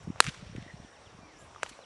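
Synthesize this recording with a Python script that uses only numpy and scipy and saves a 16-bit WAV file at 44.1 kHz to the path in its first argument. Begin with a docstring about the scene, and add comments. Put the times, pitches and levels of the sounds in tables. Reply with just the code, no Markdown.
"""Soft outdoor air, a faint tick and low wind pops come first, then a whip cracks once on an open lawn.
The crack is a run of pressure jumps; trees and houses return it as coloured fronts and a fading noise hiss.
Shaped noise makes the air, wind rumble, far insects, rustles and one low hum; gliding sines, the far whistles.
Later comes a duller snap, a rounded push with short ringing modes, among small damped-sine ticks."""
import sys
import numpy as np
from scipy import signal
from scipy.io import wavfile

SR = 44100
rng = np.random.default_rng(int(sys.argv[2]) if len(sys.argv) > 2 else 0)


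def pcm_store(signal):
    """Save signal as 16-bit PCM."""
    levels = np.round(np.clip(np.atleast_2d(signal), -1, 1) * 32767)
    wavfile.write(sys.argv[1], SR, levels.astype(np.int16).T)


N = 81585  # length in samples

# Spectrum of the open air, shape only: pitch_hz, level_db (per Hz)
AIR_SPECTRUM = [(40, -23), (80, -13.5), (200, -11), (500, -6), (1000, -6.5), (1500, -12.5), (2500, -15),
                (4500, -21), (8000, -25.5), (10000, -26.5), (11500, -32.5)]
AIR_DB = -56.5
INSECT_HZ, INSECT_WIDTH_HZ, INSECT_DB = 5650, 580, -69
AIR_DROOP_HZ = 9700

# Loudness curve of the wind rumble: time_s, level_db
WIND_CURVE = [(0.0, -53), (0.108, -50.5), (0.144, -57.5), (0.23, -56), (0.272, -47), (0.35, -65),
              (0.412, -50.5), (0.534, -54.5), (0.582, -46.5), (0.716, -67), (0.736, -56.5), (0.86, -56.5),
              (0.9, -75.5), (1.02, -61.5), (1.046, -69), (1.2, -58), (1.328, -70), (1.426, -54.5),
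              (1.458, -62), (1.736, -64.5), (1.756, -76), (1.85, -71)]
WIND_LOW_HZ, WIND_HIGH_HZ, WIND_LUMPS_DB = 44.6, 131.4, 3
# Wind pops on the microphone: centre_s, level_db, pitch_hz, width_ms (at half height)
WIND_POPS = [(0.075, -30, 230, 2.5), (0.081, -28.5, 179, 6), (0.0932, -38, 172, 4), (.104, -23, 194, 3.7),
             (0.12, -50, 149, 3.8), (0.1855, -55, 177, 5), (0.2791, -28, 129, 6), (0.286, -26, 155, 4.8),
             (0.414, -47.5, 132, 5.7), (0.4293, -35, 155, 6.9), (0.46, -51, 164, 4.4),
             (0.5005, -37.5, 156, 5.3), (0.529, -41, 167, 5.2), (0.552, -31, 263, 2.1),
             (0.556, -46, 198, 3), (0.5838, -26.5, 179, 2.95), (0.597, -56, 136, 3.4),
             (0.6258, -38.5, 167, 6.6), (0.6655, -38.5, 208, 2.8), (0.7438, -39, 155, 7.9),
             (0.802, -37.5, 148, 3.7), (0.849, -39.5, 200, 3.3), (1.1503, -44, 142, 7.2),
             (1.191, -43, 197, 3.3), (1.234, -45, 203, 3.6), (1.4264, -44.5, 138, 4.9),
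             (1.6468, -48.5, 166, 4.1), (1.716, -43, 277, 2.6)]
POP_PHASE_RAD = 1.35  # push first, then suction

# Falling whistles, mostly birds: start_s, length_s, from_hz, to_hz, level_db
WHISTLES = [(.672, .065, 2000, 1880, -66), (0.712, 0.035, 4190, 4170, -71), (.73, 0.028, 3720, 2870, -75),
            (0.83, 0.036, 3760, 2710, -71), (0.934, 0.048, 3780, 2420, -69),
            (1.044, .044, 3770, 2650, -69.5), (1.647, .017, 1420, 1050, -57), (1.75, .035, 2350, 2120, -70),
            (1.812, .016, 4080, 4060, -66), (1.824, .028, 4060, 2750, -64),
            (1.216, 0.053, 2394, 2356, -66.5), (1.268, .09, 2300, 1720, -70),
            (1.36, .11, 1702, 1600, -69.5)]
WHISTLE_HOLD = 1.1  # exponent: above 1 the pitch lingers at the top before it falls
WHISTLE_FLUTTER_DB = 1.5

# Rustles, and one low narrow hum near 300 Hz: centre_s, length_s, level_db, low_hz, high_hz
RUSTLE_AND_HUM_SWELLS = [(0.038, 0.017, -63.5, 1000, 10700), (1.292, 0.19, -63.5, 279, 330),
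                         (0.193, 0.047, -55, 500, 2500), (0.243, 0.015, -44, 1000, 10000),
                         (0.289, 0.019, -42, 1480, 3940), (0.633, 0.11, -62.5, 2770, 4170),
                         (1.426, 0.094, -67, 6450, 10900), (1.408, .05, -67.5, 7040, 7800),
                         (1.6, 0.069, -76, 700, 2000), (1.63, 0.012, -46.5, 700, 3000),
                         (1.669, 0.017, -50.5, 1000, 4370), (1.697, 0.012, -47.5, 1200, 10500),
                         (1.728, 0.03, -57, 2100, 2600), (1.735, 0.046, -63, 3920, 4430)]

# Small ticks: start_s, level_db, pitch_hz, t60_s
SMALL_TICKS = [(.032, -44.5, 1550, 0.0088), (.1598, -25.5, 870, 0.0022), (1.532, -45.5, 950, 0.022),
               (1.5484, -33.5, 1230, 0.0037), (1.561, -35.5, 1204, 0.02), (1.5824, -38, 900, 0.0076),
               (1.5995, -42, 1210, .008), (1.6625, -37, 930, 0.014), (1.6628, -36, 3000, 0.009),
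               (1.6626, -38, 1950, .008), (1.7908, -30, 610, 0.0089), (1.8365, -48, 710, .012)]
TICK_CUT_HZ = 480  # low cut shared with the snap's ring and hiss

# Ringing modes of the duller snap: pitch_hz, level_db, t60_s
SNAP_RINGS = [(633, -22, 0.011), (960, -35.5, 0.02), (1630, -22.5, 0.0096), (2740, -31, 0.0075),
              (3400, -34, .007)]
SNAP_S, SNAP_DB, SNAP_MS, PUSH_CUT_HZ = 1.63205, -7.5, 0.11, 360
SNAP_HISS_DB, SNAP_HISS_T60_S = -33, 0.019
SNAP_TAIL_DB, SNAP_TAIL_T60_S = -54, 0.71

# Spectrum of the scattered return, shape only: pitch_hz, level_db (per Hz)
TAIL_SPECTRUM = [(300, -9.5), (500, -3), (700, -18), (1000, -5), (1600, -3), (2400, -8), (5000, -8),
                 (9200, -7.5), (11500, -26)]
# Fade of the scattered return across the spectrum: pitch_hz, t60_s
TAIL_FADE = [(500, 1.55), (1500, 1), (3000, 1.69), (5500, 0.85), (8000, 0.62), (11000, 0.36)]
TAIL_START_S, TAIL_DB, TAIL_LUMPS_DB = .2045, -45, 2
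# Loudness curve of the late narrow return from far off: time_s, level_db
FAR_CURVE = [(0.564, -58), (.6, -58), (.65, -59), (.685, -55), (.72, -62), (.74, -74), (.9, -66.5),
             (.96, -75), (.98, -78)]
FAR_HZ, FAR_WIDTH_HZ, FAR_BREAKS_DB = 1872, 315, 3

# Echoes off trunks and walls: arrival_s, level_db, centre_hz, smear_t60_s
ECHO_RETURNS = [(0.2078, -28, 2800, 0.045), (0.225, -27, 2720, 0.01), (0.2306, -34, 3020, 0.011),
                (.2429, -24, 1940, 0.039), (0.2514, -32, 2500, 0.018), (0.2661, -21.5, 2200, 0.021),
                (0.2717, -26, 2280, 0.026), (0.2788, -27.5, 2350, 0.019), (0.285, -29, 2500, 0.03),
                (.2905, -33, 2600, .06), (0.345, -38, 1770, 0.05), (0.376, -43, 2000, 0.04),
                (0.464, -51, 1500, 0.015), (0.5632, -33, 2300, .012), (.618, -47, 2440, 0.018),
                (.625, -45, 3000, 0.023)]
ECHO_TOP_DB, ECHO_TOP_HZ, ECHO_GRAIN_DB = -10, 7000, 3  # treble edge and grain of each echo

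# Shock fronts of the whip tip and its bounces off the grass:
# arrival_s, level_db, suction_before_ms, push_after_ms
SHOCK_FRONTS = [(.20377, 2.5, .32, .39), (.2045, -2, .29, .12), (.20472, -1, .04, .06),
                (.20495, 1, .07, .11), (.20523, -5, .11, .06), (.2055, -12, .13, .03),
                (.20615, -14, .06, .24), (.20678, -18, .38, .42), (.20755, -23, .3, .2)]
CRACK_FRAY_DB, CRACK_FRAY_T60_S = -17, .009  # ragged noise behind the fronts
THUMP_HZ, THUMP_DB, THUMP_T60_S = 430, -15, .013  # low body of the crack
BODY_CUT_HZ = 220

OVERLOAD = .8  # level the input saturates towards
MIC_DROOP_HZ, CUTOFF_HZ = 11480, 12000


def amp(db):
    """Decibels to linear gain."""
    return 10 ** (np.asarray(db) / 20)


def unit(x):
    """Scale to an rms of 1."""
    return x / np.sqrt(np.mean(x ** 2) + 1e-20)


def at_hz(points, hz):
    """Read a curve along a logarithmic pitch axis."""
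    pitches, values = np.array(points).T
    return np.interp(np.log(hz), np.log(pitches), values)


def band(x, low_hz, high_hz):
    """Keep what lies between two pitches."""
    sos = signal.butter(2, [low_hz, min(high_hz, SR * .45)], "band", fs=SR, output="sos")
    return signal.sosfilt(sos, x)


def cut(x, hz, kind, order):
    """Low-pass or high-pass filter."""
    return signal.sosfilt(signal.butter(order, hz, kind, fs=SR, output="sos"), x)


def band_noise(low_hz, high_hz):
    """Steady noise between two pitches, rms 1."""
    return unit(band(rng.standard_normal(N), low_hz, high_hz))


def drift(rate_hz):
    """Random wander of spread 1: noise through two equal one-pole smoothers."""
    r = np.exp(-2 * np.pi * rate_hz / SR)
    wander = signal.lfilter([1], [1, -2 * r, r * r], rng.standard_normal(N + SR))
    return unit(wander[SR:])  # the first second lets the smoother settle


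def decay(t, t60):
    """Silent before 0, then dying away by 60 dB per t60."""
    return (t >= 0) * amp(-60 * np.clip(t, 0, None) / t60)


def shock(t, before_ms, after_ms):
    """Suction that deepens, a jump, a push that fades."""
    jump = np.tanh(2 * t * SR)
    suction = 1.71 * (1 + 1000 * t / before_ms)
    push = 1 - (1000 * t / after_ms) ** 2
    return jump * np.clip(np.where(t < 0, suction, push), 0, None)


def coloured(spectrum, gain):
    """Third-octave bands of noise, each with its own level and moving gain."""
    edges = 30 * 2 ** (np.arange(27) / 3)
    mids = np.sqrt(edges[1:] * edges[:-1])
    levels = amp(at_hz(spectrum, mids))
    white = rng.standard_normal((2, N))  # neighbouring bands take different noise
    out = np.zeros(N)
    for k, (hz, level) in enumerate(zip(mids, levels)):
        out += level * gain(hz) * band(white[k % 2], edges[k], edges[k + 1])
    return out / np.sqrt(np.sum(levels ** 2 * np.diff(edges)) * 2 / SR)


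def air():
    """Far traffic and leaves as drifting noise bands, with a narrow hiss of insects."""
    bed = amp(AIR_DB) * coloured(AIR_SPECTRUM, lambda hz: amp(1.83 * drift(9.3)))
    insects = band_noise(INSECT_HZ - INSECT_WIDTH_HZ / 2, INSECT_HZ + INSECT_WIDTH_HZ / 2)
    insects *= amp(INSECT_DB + 1.65 * drift(20))
    return cut(bed + insects, AIR_DROOP_HZ, "low", order=6)


def wind(t):
    """Single low pops, short bell-shaped bursts of a sine, over a lumpy noise rumble."""
    level_db = np.interp(t, *np.transpose(WIND_CURVE)) + WIND_LUMPS_DB * drift(32.5)
    out = amp(level_db) * band_noise(WIND_LOW_HZ, WIND_HIGH_HZ)
    for s, db, hz, ms in WIND_POPS:
        bell = np.exp(-np.log(16) * (1000 * (t - s) / ms) ** 2)
        out += amp(db) * bell * np.cos(2 * np.pi * hz * (t - s) + POP_PHASE_RAD)
    return out


def whistles(t):
    """Sines that glide downward, swelling and fading, with a fluttering level."""
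    out = np.zeros(N)
    for s, length, from_hz, to_hz, db in WHISTLES:
        u = np.clip((t - s) / length, 0, 1)
        hz = from_hz + (to_hz - from_hz) * np.sin(np.pi / 2 * u ** WHISTLE_HOLD) ** 2
        swell = np.sin(np.pi * u) ** 0.38
        out += amp(db + 6.5) * swell * np.sin(2 * np.pi * np.cumsum(hz) / SR)
    return out * amp(WHISTLE_FLUTTER_DB * drift(40))


def rustles_and_hum(t):
    """Bell-shaped swells of grainy noise: short rustles, and a low hum where the band is narrow near 300 Hz."""
    grains = rng.standard_normal(N) * amp(2.2 * drift(216))
    out = np.zeros(N)
    for s, length, db, low_hz, high_hz in RUSTLE_AND_HUM_SWELLS:
        swell = np.exp(-(2 * (t - s) / length) ** 2)
        out += amp(db) * swell * unit(band(grains, low_hz, high_hz))
    return out


def ring(t, s, db, hz, t60):
    """One struck mode: a sine that starts at once and dies away."""
    return amp(db) * decay(t - s, t60) * np.sin(2 * np.pi * hz * (t - s))


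def ticks(t):
    """Small damped ticks, one ringing mode each."""
    out = sum(ring(t, *tick) for tick in SMALL_TICKS)
    return cut(out, TICK_CUT_HZ, "high", order=2)


def snap(t):
    """A rounded push with short ringing modes, a brief hiss and a longer scatter of noise."""
    u = 1000 * (t - SNAP_S) / SNAP_MS
    push = amp(SNAP_DB) * (np.exp(-u ** 2) - 0.3 * np.exp(-(u / 3.67) ** 2))
    hiss = amp(SNAP_HISS_DB) * decay(t - SNAP_S, SNAP_HISS_T60_S) * band_noise(4200, 9000)
    scatter = amp(SNAP_TAIL_DB) * decay(t - SNAP_S, SNAP_TAIL_T60_S) * band_noise(620, 6300)
    modes = sum(ring(t, SNAP_S, db, hz, t60) for hz, db, t60 in SNAP_RINGS)
    fade = cut(hiss + scatter + modes, TICK_CUT_HZ, "high", order=2)
    return cut(push, PUSH_CUT_HZ, "high", order=3) + fade


def tail(t):
    """Scatter from leaves and trunks, its fade time set by pitch, and one late narrow return."""
    lumps = amp(TAIL_DB + TAIL_LUMPS_DB * drift(40))
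    near = lumps * coloured(TAIL_SPECTRUM, lambda hz: decay(t - TAIL_START_S, at_hz(TAIL_FADE, hz)))
    far = band_noise(FAR_HZ - FAR_WIDTH_HZ / 2, FAR_HZ + FAR_WIDTH_HZ / 2)
    s, db = np.transpose(FAR_CURVE)
    far_db = np.interp(t, s, db, -120, -120) + FAR_BREAKS_DB * drift(50)
    return near + amp(far_db) * far


def echoes(t):
    """Each reflector returns a short front and a smear of noise, in its own colour."""
    out = np.zeros(N)
    grains = unit(rng.standard_normal(N) * amp(ECHO_GRAIN_DB * drift(390)))
    for s, db, hz, t60 in ECHO_RETURNS:
        i = slice(int(s * SR) - 50, int(s * SR) + 4000)  # work only around this echo
        u = t[i] - s
        back = shock(u, 450 / hz, 500 / hz) + 0.87 * decay(u, t60) * grains[i]
        body = band(back, hz / 1.85, hz * 1.63)
        treble = amp(ECHO_TOP_DB) * band(back, hz * 1.43, ECHO_TOP_HZ)
        out[i] += amp(db) * (body + treble)
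    return out


def crack(t):
    """The tip breaks the sound barrier: a run of shock fronts with a low thump and ragged noise behind."""
    fronts = sum(amp(db) * shock(t - s, before, after) for s, db, before, after in SHOCK_FRONTS)
    fray_s = SHOCK_FRONTS[1][0]  # the noise starts with the second front
    fray = amp(CRACK_FRAY_DB) * decay(t - fray_s, CRACK_FRAY_T60_S) * band_noise(1200, 9000)
    thump = ring(t, SHOCK_FRONTS[0][0], THUMP_DB, THUMP_HZ, THUMP_T60_S)
    return cut(fronts + fray + thump, BODY_CUT_HZ, "high", order=2)


def scene():
    """Mix every layer, from the background to the whip."""
    t = np.arange(N) / SR
    background = air() + wind(t) + whistles(t) + rustles_and_hum(t)
    small_hits = ticks(t) + snap(t)
    whip = tail(t) + echoes(t) + crack(t)
    return (background + small_hits + whip)[None]


def record(dry):
    """The crack overloads the input, the treble droops and the top is cut without delay."""
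    dry = OVERLOAD * np.tanh(dry / OVERLOAD)
    dry = signal.sosfiltfilt(signal.butter(6, MIC_DROOP_HZ, fs=SR, output="sos"), dry)
    return signal.sosfiltfilt(signal.cheby2(14, 28, CUTOFF_HZ, fs=SR, output="sos"), dry)


dry = scene()
out = record(dry)
pcm_store(out)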